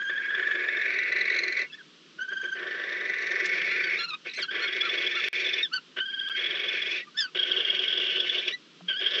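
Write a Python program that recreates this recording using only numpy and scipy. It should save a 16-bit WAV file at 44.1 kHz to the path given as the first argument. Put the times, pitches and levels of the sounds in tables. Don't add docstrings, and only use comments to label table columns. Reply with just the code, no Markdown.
import sys
import numpy as np
from scipy import signal
from scipy.fft import rfft, irfft, next_fast_len
from scipy.io import wavfile
from scipy.ndimage import uniform_filter1d

SR = 44100
rng = np.random.default_rng(int(sys.argv[2]) if len(sys.argv) > 2 else 0)


def int16_out(signal):
    q = np.round(np.clip(np.atleast_2d(signal).T, -1, 1) * 32767)
    wavfile.write(sys.argv[1], SR, q.astype(np.int16))


N = 405719
TIME = np.arange(N) / SR
PANEL_HZ = 178


def whistle(beats):
    # start/s, length/s, from/Hz, to/Hz, growth/dB, throb/dB, partials 1 to 4/dB
    notes = [(-.01, 0.13, 1644, 1643, 1.5, 2.5, -34.5, -52, -66, -63.5),
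             (0.1, 0.28, 1640, 1653, 1, 5.5, -33, -55.5, -71, -74),
             (0.36, 0.51, 1685, 1701, -5.5, 2.5, -31.5, -62, -69, -68),
             (2.188, 0.079, 1520, 1568, -4, 3, -38.5, -53, -64, -61),
             (2.278, 0.3, 1574, 1570, 1, 7.5, -39.5, -52.5, -64.5, -64.5),
             (4.003, 0.024, 1738, 1776, 4.5, 1, -37, -39, -60, -69),
             (4.283, 0.049, 1981, 1973, 1, 6, -50, -45, -72, -86),
             (4.33, 0.059, 2068, 2138, 10, -2, -53, -49.5, -63, -58),
             (4.39, 0.029, 2014, 1954, 1, -3, -59, -43.5, -60, -53),
             (4.416, 0.0631, 1624, 1700, -6.5, 3.5, -38.5, -37, -62, -62),
             (4.482, .067, 1570, 1620, -2, -2, -41, -46.5, -60, -89.5),
             (5.629, 0.028, 1813, 1823, 0, 6, -35.5, -21.5, -36.5, -59),
             (5.65, 0.0277, 1715, 1614, -18, 4, -34, -28, -66.5, -77),
             (6, 0.05, 1505, 1585, -6.5, 1.5, -36, -34.5, -59, -71),
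             (6.053, 0.33, 1599, 1601, 4, 2.5, -43.5, -44.5, -59.5, -80),
             (6.998, 0.051, 1930, 2000, -3, 2.5, -40.5, -53.5, -74, -105),
             (7.36, 1.12, 1543, 1563, -4.5, 6, -49, -70.5, -79, -91.5),
             (8.524, 0.03, 1977, 2040, 1, -3.5, -40.5, -38, -55.5, -92),
             (8.886, 0.047, 1624, 1568, -3, 5.5, -38, -29.5, -51, -78),
             (8.926, 0.09, 1507, 1690, 4.5, 0.5, -45.5, -41, -55, -71)]
    # t/s, pitch waver/Hz, overtone flicker/dB
    hoarseness = [(0, 18, 4.5), (.9, 35, 6), (2.1, 15, 3.5), (2.6, 22, 4.5), (4.2, 55, 5), (4.4, 55, 5),
                  (4.43, 40, 4), (4.5, 20, 3), (5.9, 10, 2), (7.1, 15, 2), (7.36, 75, 2), (8.45, 75, 2),
                  (8.52, 20, 2), (9.2, 20, 2)]
    rise_s, fall_s, sag_hz = .0089, .0177, 40.85
    spans = []
    for start, length, from_hz, to_hz, growth_db, depth_db, *levels_db in notes:
        shares = [0, rise_s / length, 1 - fall_s / length, 1]
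        steps_db = [-1.5, 0, growth_db, growth_db - 8]
        glide_hz = [from_hz, from_hz, to_hz, to_hz - sag_hz]
        spans.append(swell(start, length, shares, steps_db, levels_db, glide_hz, [depth_db] * 4))
    gate, (pitch_hz, throb_db, *levels_db) = curves(spans, edge_s=.0066)
    waver_hz, flicker_db = curves([hoarseness])[1]
    scoop = bumps(beats, rise_s=.012, fall_s=.008) - .6
    throb = bumps(beats - .006, rise_s=.014, fall_s=.005) - .7
    levels_db[1:] = [db + flicker_db * (wander(60) + throb) for db in levels_db[1:]]
    pitch_hz = pitch_hz + 85 * scoop + 8.64 * wander(85) + waver_hz * wander(300)
    tone = partials(pitch_hz, levels_db) * (1 + from_db(-26) * wander(500))
    return gate * from_db(throb_db * throb + 1.6 * wander(54)) * tone


def rasp(beats, strength_db, colours):
    # t/s, pitch/Hz, partials 1 to 3/dB
    voice = [
        [(.04, 1683, -29, -40.5, -64), (.5, 1725, -31, -41, -56), (.78, 1807, -36, -45, -61),
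         (.9, 1933, -27.5, -36.5, -48), (1.2, 2016, -34, -39.5, -56), (1.3, 1999, -32, -37.5, -53),
         (1.4, 2085, -30, -32, -45.5), (1.62, 2016, -32.5, -37.5, -48)],
        [(2.23, 1590, -27, -48.5, -56), (2.55, 1661, -42, -44.5, -56), (2.9, 1768, -43.5, -40.5, -50),
         (3.1, 1880, -33.5, -42.5, -51), (3.22, 1920, -33, -38.5, -44), (3.35, 1770, -31.5, -41.5, -42),
         (3.7, 1739, -41, -41.5, -49), (4.0, 1690, -48, -47, -51)],
        [(4.5, 1630, -30, -31, -46), (4.8, 1707, -40.5, -32.5, -47), (5.2, 1714, -40, -29.5, -46.5),
         (5.64, 1763, -46, -30, -42.5)],
        [(6.02, 1626, -25, -22, -61), (6.25, 1644, -39, -32, -55), (6.6, 1689, -39.5, -28, -45),
         (6.96, 1714, -42, -29.5, -42)],
        [(7.35, 1631, -41.5, -29, -48.5), (7.9, 1644, -45, -27, -45.5), (8.48, 1736, -44.5, -29.5, -48)],
        [(8.89, 1582, -46, -32.5, -57), (9.15, 1673, -33, -23.5, -37)],
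    ]
    # t/s, climb/Hz, fall/s, overtones between beats/dB, waver/Hz, scatter/Hz, air drive
    beat_shape = [(0, 60, .004, -2, 40, 140, 1.1), (.7, 40, .004, -4, 60, 140, 1.5),
                  (1.0, -170, .0036, -7, 65, 140, 1.6), (1.7, -190, .0034, -7, 65, 140, 1.6),
                  (2.2, 60, .004, 0, 40, 140, 1.1), (2.6, 200, .004, -2, 70, 150, 1.15),
                  (3.3, 240, .004, -4, 90, 150, 1.2), (4.0, 120, .004, -1, 90, 140, 1.2),
                  (4.5, 60, .006, -6, 25, 140, .9), (7.0, 60, .006, -6, 25, 140, .9),
                  (7.3, 50, .0045, -3, 25, 110, .8), (9.2, 60, .0045, -2, 30, 110, .9)]
    gate, (chest_db, throat_db, beak_db) = rasp_levels()
    chest_db = chest_db + 1.85 * wander(8.6)
    break_db = -44.5
    chaos = 1 / (1.5 + np.exp((break_db - chest_db) / 5))
    climb_hz, fall_s, between_db, waver_hz, scatter_hz, drive = curves([beat_shape])[1]
    pitch_hz, *levels_db = curves(voice)[1]
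    near = nearest_beat(beats)
    beat_db = strength_db[near]
    scoop = bumps(beats + .005, rise_s=.007, fall_s=.004) - .7
    locked_hz = pitch_hz + 25 * colours[near] + climb_hz * scoop + waver_hz * wander(253)
    locked = partials(locked_hz, [db + beat_db + 3.5 for db in levels_db], rough=(.1, .15, .85))
    locked *= bumps(beats, rise_s=.73 * fall_s, fall_s=fall_s)
    throb = bumps(beats, rise_s=.005, fall_s=.007) - .35
    loose_db = 4.5 * drive ** 2 * throb + 3.8 * wander(170) - 3
    loose_levels_db = [levels_db[0], *np.add(levels_db[1:], between_db)]
    loose = partials(pitch_hz + scatter_hz * wander(351.9), loose_levels_db) * from_db(loose_db)
    pulse = drive * bumps(beats, rise_s=.0035, fall_s=.006)
    air = rushing_air(chest_db, throat_db, beak_db, pulse, beat_db)
    return gate * (chaos * (locked + loose) + air)


def rasp_levels():
    # t/s, chest/dB, throat/dB, beak/dB
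    rasps = [
        [(.094, -44.5, -39.5, -64), (.14, -53, -45, -69), (.215, -51.5, -48, -69), (.226, -43.5, -36, -59),
         (.27, -53, -44, -61), (.342, -47, -45, -54), (.354, -45, -38.5, -57), (.6, -43, -34.5, -53),
         (.9, -43, -30.5, -49), (1.3, -42.5, -30, -45), (1.64, -41.5, -31.5, -42)],
        [(2.552, -44.5, -42.5, -56), (2.7, -42, -41.5, -50), (3.05, -43.5, -37.5, -48), (3.35, -42, -34, -44.5),
         (3.58, -41.5, -29.5, -35), (3.95, -41, -28.5, -39), (4.04, -48, -43.5, -42)],
        [(4.51, -48, -40, -49), (4.56, -43.5, -35, -43), (4.8, -40.5, -31.5, -37), (5.29, -42, -32.5, -31),
         (5.615, -42.5, -32.5, -38)],
        [(6.154, -64, -57, -60), (6.35, -57.5, -49, -54), (6.368, -43.5, -35, -37), (6.6, -42.5, -34.5, -43.5),
         (6.96, -43.5, -34, -33), (7.005, -46, -42, -40.5)],
        [(7.348, -42, -38, -42), (7.62, -41.5, -36, -38), (8.27, -44, -38.5, -38), (8.37, -38.5, -35.5, -34),
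         (8.45, -51.5, -45.5, -40.5), (8.48, -39.5, -36.5, -28.5), (8.515, -48, -38.5, -35)],
        [(8.99, -50, -43, -41), (9.025, -37.5, -34, -43), (9.105, -43.5, -41, -45), (9.2, -37.5, -30.5, -33.5)],
    ]
    # start/s, length/s, chest/dB, throat/dB, beak/dB
    cracks = [(.004, 0.036, -48, -47, -53), (0.05, 0.034, -56, -49, -52), (1.734, .028, -70, -62, -39.5),
              (2.174, 0.085, -52, -59, -72), (2.307, 0.048, -41, -47, -59), (2.422, 0.12, -43, -42, -66),
              (4.248, 0.087, -42, -37, -34), (4.318, 0.055, -70, -44, -29.5),
              (4.371, 0.089, -38, -29, -32.5), (5.963, 0.056, -41.5, -33, -41.5),
              (6.103, 0.062, -59.5, -48, -59), (6.192, .03, -60, -41, -59), (6.227, .03, -62, -45, -58),
              (8.876, 0.12, -40.5, -37.5, -42.5)]
    fade_s, fade_db = .033, (-20.5, -20.5, -21)
    spans = [[*rows, (rows[-1][0] + fade_s, *np.add(rows[-1][1:], fade_db))] for rows in rasps]
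    for start, length, *levels_db in cracks:
        spans.append(swell(start, length, [0, .018 / length, 1], [-14, 0, (-25, -26.5, -13)], levels_db))
    return curves(sorted(spans, key=lambda rows: rows[0][0]))


def rushing_air(chest_db, throat_db, beak_db, pulse, beat_db):
    # f/Hz, level/dB
    spectrum = [(120, -65.5), (200, -26), (290, -42.5), (324, -17.5), (372, -13.5), (441, -13.5),
                (682, -17.5), (834, -35), (1730, 1.5), (2290, 6.5), (3070, -23.5), (3370, -14.5),
                (3880, -18), (4600, -15.5), (5460, -11), (7200, -27.5), (8170, -44), (10600, -94),
                (18000, -120)]
    noise, air = coloured(spectrum), np.zeros(N)
    depth_db = np.clip(beat_db + 8, 4, 13)
    # from/Hz, to/Hz, level/dB, share of the pulse depth, flutter/dB
    zones = [(150, 950, chest_db, .13, .88), (850, 3390, throat_db, .23, 1),
             (2570, 4060, beak_db, .86, 2.1), (4020, 12000, beak_db - 13, .55, 1.7)]
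    for low_hz, high_hz, level_db, share, flutter_db in zones:
        band = rms_one(filtered(noise, 3, [low_hz, high_hz], "band"))
        air += band * from_db(level_db + share * depth_db * (pulse - 1.55) + flutter_db * wander(24))
    return air + throat_ring() * from_db(throat_db - 4 + .5 * depth_db * (pulse - 1.5))


def throat_ring(width_hz=197):
    # t/s, centre/Hz, relative level/dB
    rings = [
        [(0.3, 1750, -9), (0.9, 2094, -16), (1.66, 2052, -4)],
        [(2.55, 1684, 7.5), (3.1, 1898, 8.5), (3.5, 2083, 2.5), (3.85, 2217, -6.5), (4.04, 2210, 3)],
        [(4.252, 2292, 1), (4.3, 2383, 12)],
        [(4.33, 2570, 5), (4.37, 2355, 1), (4.42, 1976, 5)],
        [(4.52, 2206, 0), (5.62, 2342, 3.5)],
        [(6.36, 2298, -0.5), (7.01, 2387, 2)],
        [(7.345, 3052, -1), (8.0, 2989, 5.5), (8.52, 3050, 4)],
        [(8.99, 3030, -6.5), (9.2, 3100, -2)],
    ]
    gate, (centre_hz, level_db) = curves(rings, edge_s=.0074)
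    phase = 2 * np.pi * np.cumsum(centre_hz) / SR
    ring = wander(width_hz) * np.cos(phase) + wander(width_hz) * np.sin(phase)
    octave = wander(2 * width_hz) * np.cos(2 * phase) + wander(2 * width_hz) * np.sin(2 * phase)
    return gate * from_db(level_db) * (ring + from_db(-37.5) * octave)


def trill_beats():
    # first/s, last/s, number of beats
    runs = [(.066, 1.618, 37), (2.265, 3.992, 41), (4.512, 5.289, 19), (5.359, 5.632, 7),
            (6.024, 6.963, 22), (7.354, 8.483, 26), (8.892, 9.153, 7)]
    # t/s, strength/dB
    accents = [(0.031, -1), (0.099, 2), (0.179, 13), (0.227, -4), (.307, 8), (0.352, 8), (0.514, 1.5),
               (0.555, 5), (0.688, 10), (0.773, 10), (0.817, 9), (.991, 4.5), (1.036, 1), (1.082, -5),
               (1.124, 6.5), (1.166, 6), (1.213, 10.5), (1.257, 5), (1.302, 8), (1.347, -0.5), (1.391, 7.5),
               (1.438, 1), (1.482, 3.5), (1.526, 4), (1.571, 1), (1.618, 2.5), (2.235, -9), (2.305, 7),
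               (2.342, 5), (2.385, 0), (2.423, -2), (2.463, 3), (2.503, -8), (2.542, -12), (2.893, -6),
               (3.058, -0.5), (3.098, 2), (3.141, -1), (3.27, 0.5), (3.316, 1), (3.619, 6), (3.842, 11),
               (4.642, -2), (4.682, 3), (4.731, 4.5), (4.814, 11), (4.856, 2), (4.897, 4), (4.983, 3.5),
               (5.071, 6.5), (5.115, 1), (5.157, 1), (5.202, 1.5), (5.358, -1), (5.492, 1.5), (5.539, 7),
               (6.016, -8), (6.11, 7), (6.2, 22.5), (6.285, 28.5), (6.376, -9), (6.465, 4), (6.511, 0.5),
               (6.556, -2), (6.601, -1), (6.642, -1.5), (6.824, 4), (7.355, -12), (7.397, 5), (7.433, 5),
               (7.479, -3), (7.519, 6), (7.569, -2), (7.608, 2.5), (7.653, 2), (7.703, 4.5), (7.794, 6),
               (7.838, -2), (7.882, 5), (7.93, 3), (7.977, 5.5), (8.069, -1), (8.159, -3), (8.204, 6.5),
               (8.297, 11.5), (8.348, -2.5), (8.482, 3.5), (8.927, 4), (9.02, -12), (9.065, 4),
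               (9.151, -7.5)]
    # t/s, strength/dB
    half_beats = [(0.799, -4), (1.189, -2), (1.279, -1), (1.322, 2.5), (1.367, 3), (1.594, -1),
                  (5.044, -2.5), (5.465, 1.5), (6.395, 2.5), (6.444, 2), (7.677, -2), (7.908, -0.5),
                  (8.041, -3), (8.272, -5)]
    beats = np.concatenate([np.linspace(first, last, n) - 8e-5 * np.arange(n) * np.arange(n)[::-1]
                            for first, last, n in runs])
    chance = rng.standard_normal((len(beats), 6))
    beats += .0015 * chance[:, 0]
    strength_db = -2 - 2.5 * chance[:, 1]
    colours = chance[:, -1]
    for at_s, db in accents:
        nearest = np.argmin(np.abs(beats - at_s))
        beats[nearest], strength_db[nearest] = at_s, db
        colours[nearest] *= .4
    half_s, half_db = np.transpose(half_beats)
    half_colours = .37 * rng.standard_normal((len(half_s), 4))[:, -1]
    slots = np.searchsorted(beats, half_s)
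    return (np.insert(beats, slots, half_s), np.insert(strength_db, slots, half_db),
            np.insert(colours, slots, half_colours))


def chirps():
    # dulling/dB, partials 1 to 3/dB
    calls = [(1.662, .018, 1399, 1384, 1360, .4, .6, 6, -68, -62, -75),
             (1.698, .022, 1350, 1328, 1313, .4, 0.66, 7, -71, -55, -75),
             (1.723, 0.028, 1720, 1678, 1744, 0.44, 0.47, 11, -48.5, -42.5, -51),
             (1.774, 0.041, 1920, 1640, 1480, 0.53, 0.77, 8, -50.5, -60, -79),
             (3.69, 0.076, 1247, 1398, 1421, 0.3, 0.85, 17, -46, -47, -41),
             (3.819, 0.069, 1487, 1535, 1442, 0.33, 0.57, 9, -44, -52, -44),
             (4.416, 0.038, 1742, 1430, 1319, 0.406, 0.38, 16, -41.5, -42, -30.5),
             (4.599, 0.069, 1290, 1447, 1396, 0.43, 0.52, 11, -39, -56, -36),
             (4.826, 0.06, 1300, 1402, 1260, 0.32, 0.51, -2, -37.5, -60, -45),
             (5.143, 0.061, 1189, 1399, 1313, .4, 0.42, 6, -39, -45.5, -45),
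             (6.277, 0.05, 1224, 1303, 1412, 0.35, 0.4, 8, -47.5, -53.5, -69),
             (7.068, 0.025, 1183, 1204, 1201, 0.32, 0.67, -2, -55.5, -71, -79),
             (7.143, 0.023, 1444, 1474, 1583, 0.36, 0.46, -6, -56, -72, -67),
             (7.274, 0.024, 1304, 1293, 1270, 0.3, 0.63, 3, -55, -61, -78)]
    # t/s, pitch/Hz, partials 1 to 3/dB
    squeals = [
        [(3.972, 1200, -52, -59, -44), (3.984, 1264, -55, -51, -44), (3.994, 1390, -42, -44, -32),
         (4.006, 1360, -46, -47, -38), (4.024, 1374, -38, -51, -37), (4.05, 1405, -44, -51, -36),
         (4.062, 1317, -48, -54, -50), (4.074, 1304, -57, -55, -57), (4.083, 1390, -45.5, -54, -45),
         (4.094, 1376, -42, -54, -36), (4.108, 1293, -50, -43, -35), (4.118, 1243, -44, -47, -51),
         (4.132, 1230, -40.5, -45, -42), (4.146, 1270, -39, -43, -38), (4.156, 1210, -47, -45, -57)],
        [(5.713, 1293, -56, -79, -75), (5.722, 1297, -38.5, -63, -76), (5.73, 1457, -43, -42, -43),
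         (5.738, 1491, -37, -43, -33), (5.752, 1526, -37, -44, -38), (5.766, 1483, -43, -41, -35),
         (5.773, 1473, -45, -48, -43), (5.782, 1364, -37, -51, -52), (5.792, 1350, -60, -64, -71)],
        [(7.165, 1640, -49, -56, -56), (7.176, 1730, -38.5, -37, -34), (7.19, 1818, -41, -27, -36),
         (7.202, 1756, -34, -29.5, -30), (7.212, 1670, -39, -35, -24), (7.222, 1610, -31, -40, -28.5),
         (7.232, 1596, -49, -48, -36), (7.244, 1553, -42, -43, -44), (7.256, 1487, -40, -57, -46),
         (7.27, 1426, -54, -54, -74)],
    ]
    spans = [chirp(*row) for row in calls] + squeals
    gate, (pitch_hz, *levels_db) = curves(sorted(spans, key=lambda rows: rows[0][0]))
    levels_db += [levels_db[2] + db for db in (-16.5, -24, -31)]
    clear = partials(pitch_hz + 18 * wander(170), levels_db) * from_db(1.3 * wander(130))
    breath = from_db(-16) * wander(400) * clear
    return gate * (clear + breath)


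def chirp(start, length, from_hz, held_hz, to_hz, held_from, held_until, dulling_db, *levels_db):
    fade_from = .91
    rise_db_per_s, fall_db_per_s = (446.5, 757, 799.5), (701, 1001.5, 1093)
    shares = np.sort([0, held_from, held_until, fade_from, 1])
    pitch_hz = np.interp(shares, [0, held_from, held_until, 1], [from_hz, held_hz, held_hz, to_hz])
    rise_s, fall_s = held_from * length, (1 - fade_from) * length
    steps_db = []
    for rise, fall, dull in zip(rise_db_per_s, fall_db_per_s, [0, dulling_db, dulling_db]):
        corners_db = [-rise * rise_s, 0, -dull, -dull - fall * fall_s]
        steps_db.append(np.interp(shares, [0, held_from, fade_from, 1], corners_db))
    return swell(start, length, shares, np.transpose(steps_db), levels_db, pitch_hz)


def wall_echoes(sound, echo_db, fade_s):
    age = np.arange(SR // 5) / SR
    tail = rng.standard_normal(len(age)) * from_db(-60 * age / fade_s) * (age > .002)
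    return sound + from_db(echo_db) * signal.fftconvolve(sound, tail / np.linalg.norm(tail))[:N]


def box_ring(sound, gain_db):
    # f/Hz, width/Hz, lift/dB
    modes = [(371.7, 34.3, 11), (979, 15, 8.5), (1135, 58, 10.5), (1512.7, 57, 12), (1779, 48, 9),
             (1979, 53, 7), (2204, 23, 9.5), (2395, 41, 9), (2622, 129, 11), (2808, 40, 11), (2998, 61, 11),
             (3240, 68, 10), (3460, 33, 8), (3683, 150, 4.5), (4200, 170, 3.5), (4496, 97, 8),
             (4700, 13, 4.5), (5400, 69, 5.5), (5850, 34, 6)]

    def response(f):
        lifts = [1 + (from_db(db) - 1) / (1 + 1j * (f - hz * hz / f) / width) for hz, width, db in modes]
        return from_db(gain_db) * np.prod(lifts, axis=0)
    return shaped(sound, response)


def click_and_knock():
    # t/s, level/dB, from/Hz, to/Hz, fade time/s
    bursts = [(3.46, -31, 1200, 5600, .06), (8.81, -46, 250, 900, .03)]
    puffs = np.zeros(N)
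    for at_s, level_db, low_hz, high_hz, fade_s in bursts:
        puff = rms_one(filtered(rng.standard_normal(N), 2, [low_hz, high_hz], "band"))
        slope_s = np.where(TIME < at_s, fade_s / 2, fade_s)
        puffs += puff * from_db(level_db - 60 * np.abs(TIME - at_s) / slope_s)
    boom_s, boom_fade_s = 8.812, .22
    age = np.maximum(TIME - boom_s, 0)
    boom_level = (1 - np.exp(-age / .02)) * from_db(-36 - 60 * age / boom_fade_s)
    return puffs + boom_level * np.sin(2 * np.pi * PANEL_HZ * age)


def wings():
    # t/s, level/dB
    gusts = [
        [(3.1, -71.5), (3.642, -61.5), (4.062, -65), (4.1, -73)],
        [(7.3, -78), (7.448, -67.5), (8.378, -74), (8.508, -90), (8.6, -68)],
    ]
    gate, (level_db,) = curves(gusts, edge_s=.05)
    hum = shaped(rng.standard_normal(N), lambda f: 1 / (1 + ((f - PANEL_HZ) / 13) ** 2))
    return gate * from_db(level_db) * rms_one(hum)


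def microphone_hiss():
    # f/Hz, level/dB
    spectrum = [(18, -90), (30, -64.5), (114, -50.5), (134, -35), (148, -8.5), (242, -10.5), (299, -9),
                (396, -11), (801, -28.5), (1010, -21.5), (1280, -16.5), (2100, -20), (3120, -13),
                (5750, -24), (6930, -31), (8170, -28), (10600, -87.5), (18000, -120)]
    return from_db(-55.5) * coloured(spectrum)


def partials(pitch_hz, levels_db, rough=()):
    phase = 2 * np.pi * np.cumsum(pitch_hz) / SR
    haze = wander(450) if rough else 0
    swing = [np.sqrt(1 - r * r) + r * haze for r in rough] or [1] * len(levels_db)
    waves = (from_db(db) * swing[k] * np.sin((k + 1) * phase) for k, db in enumerate(levels_db))
    return np.sqrt(2) * sum(waves)


def nearest_beat(beats):
    return np.searchsorted((beats[1:] + beats[:-1]) / 2, TIME)


def bumps(beats, rise_s, fall_s):
    late_s = TIME - beats[nearest_beat(beats)]
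    return np.exp(-.5 * (late_s / np.where(late_s < 0, rise_s, fall_s)) ** 2)


def swell(start, length, shares, steps_db, levels_db, *controls):
    return [(start + length * share, *values, *np.add(levels_db, db))
            for share, db, *values in zip(shares, steps_db, *controls)]


def curves(spans, edge_s=.004):
    times, *columns = np.concatenate(spans).T
    gate = np.zeros(N)
    for rows in spans:
        corners = np.repeat([rows[0][0], rows[-1][0]], 2) + edge_s / 2 * np.array([-1, 1, -1, 1])
        gate += np.interp(TIME, corners, [0, 1, 1, 0])
    smooth = [uniform_filter1d(np.interp(TIME, times, column), size=150) for column in columns]
    return np.minimum(gate, 1), smooth


def wander(rate_hz):
    return rms_one(filtered(rng.standard_normal(N), 2, rate_hz))


def coloured(spectrum):
    hz, db = np.transpose(spectrum)
    noise = rng.standard_normal(N)
    return rms_one(shaped(noise, lambda f: from_db(np.interp(np.log(f), np.log(hz), db))))


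def shaped(sound, gain_at):
    size = next_fast_len(N + SR)
    return irfft(rfft(sound, size) * gain_at(np.fft.rfftfreq(size, 1 / SR) + 1), size)[:N]


def filtered(sound, order, hz, keep="low"):
    return signal.sosfilt(signal.butter(order, hz, keep, fs=SR, output="sos"), sound)


def from_db(db):
    return 10 ** (np.asarray(db) / 20)


def rms_one(sound):
    return sound / np.sqrt(np.mean(sound ** 2) + 1e-20)


def scene():
    beats, strength_db, colours = trill_beats()
    screech = whistle(beats) + rasp(beats, strength_db, colours)
    owls = wall_echoes(screech + chirps(), echo_db=-12, fade_s=.07)
    return (box_ring(owls, gain_db=-2.5) + click_and_knock() + wings() + microphone_hiss())[None]


def record(dry):
    # from/s, to/s, what is left/dB, click at each edge/dB
    dropouts = [(5.2862, 5.3297, -30, -31), (6.2895, 6.2966, -23, -44)]
    out = filtered(.4 * np.tanh(dry / .4), 6, 7900)
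    out = signal.sosfilt(signal.cheby2(10, 50, 8964, fs=SR, output="sos"), out)
    for start, end, left_db, click_db in dropouts:
        out *= np.where((TIME > start) & (TIME < end), from_db(left_db), 1)
        out[:, [int(start * SR), int(end * SR)]] += from_db(click_db)
    out = filtered(out, 6, 117, "high")
    out += from_db(-70.5) * filtered(rng.standard_normal(N), 1, 120)
    return signal.sosfilt(signal.cheby2(12, 70, 15700, fs=SR, output="sos"), out)


dry = scene()
out = record(dry)
int16_out(out)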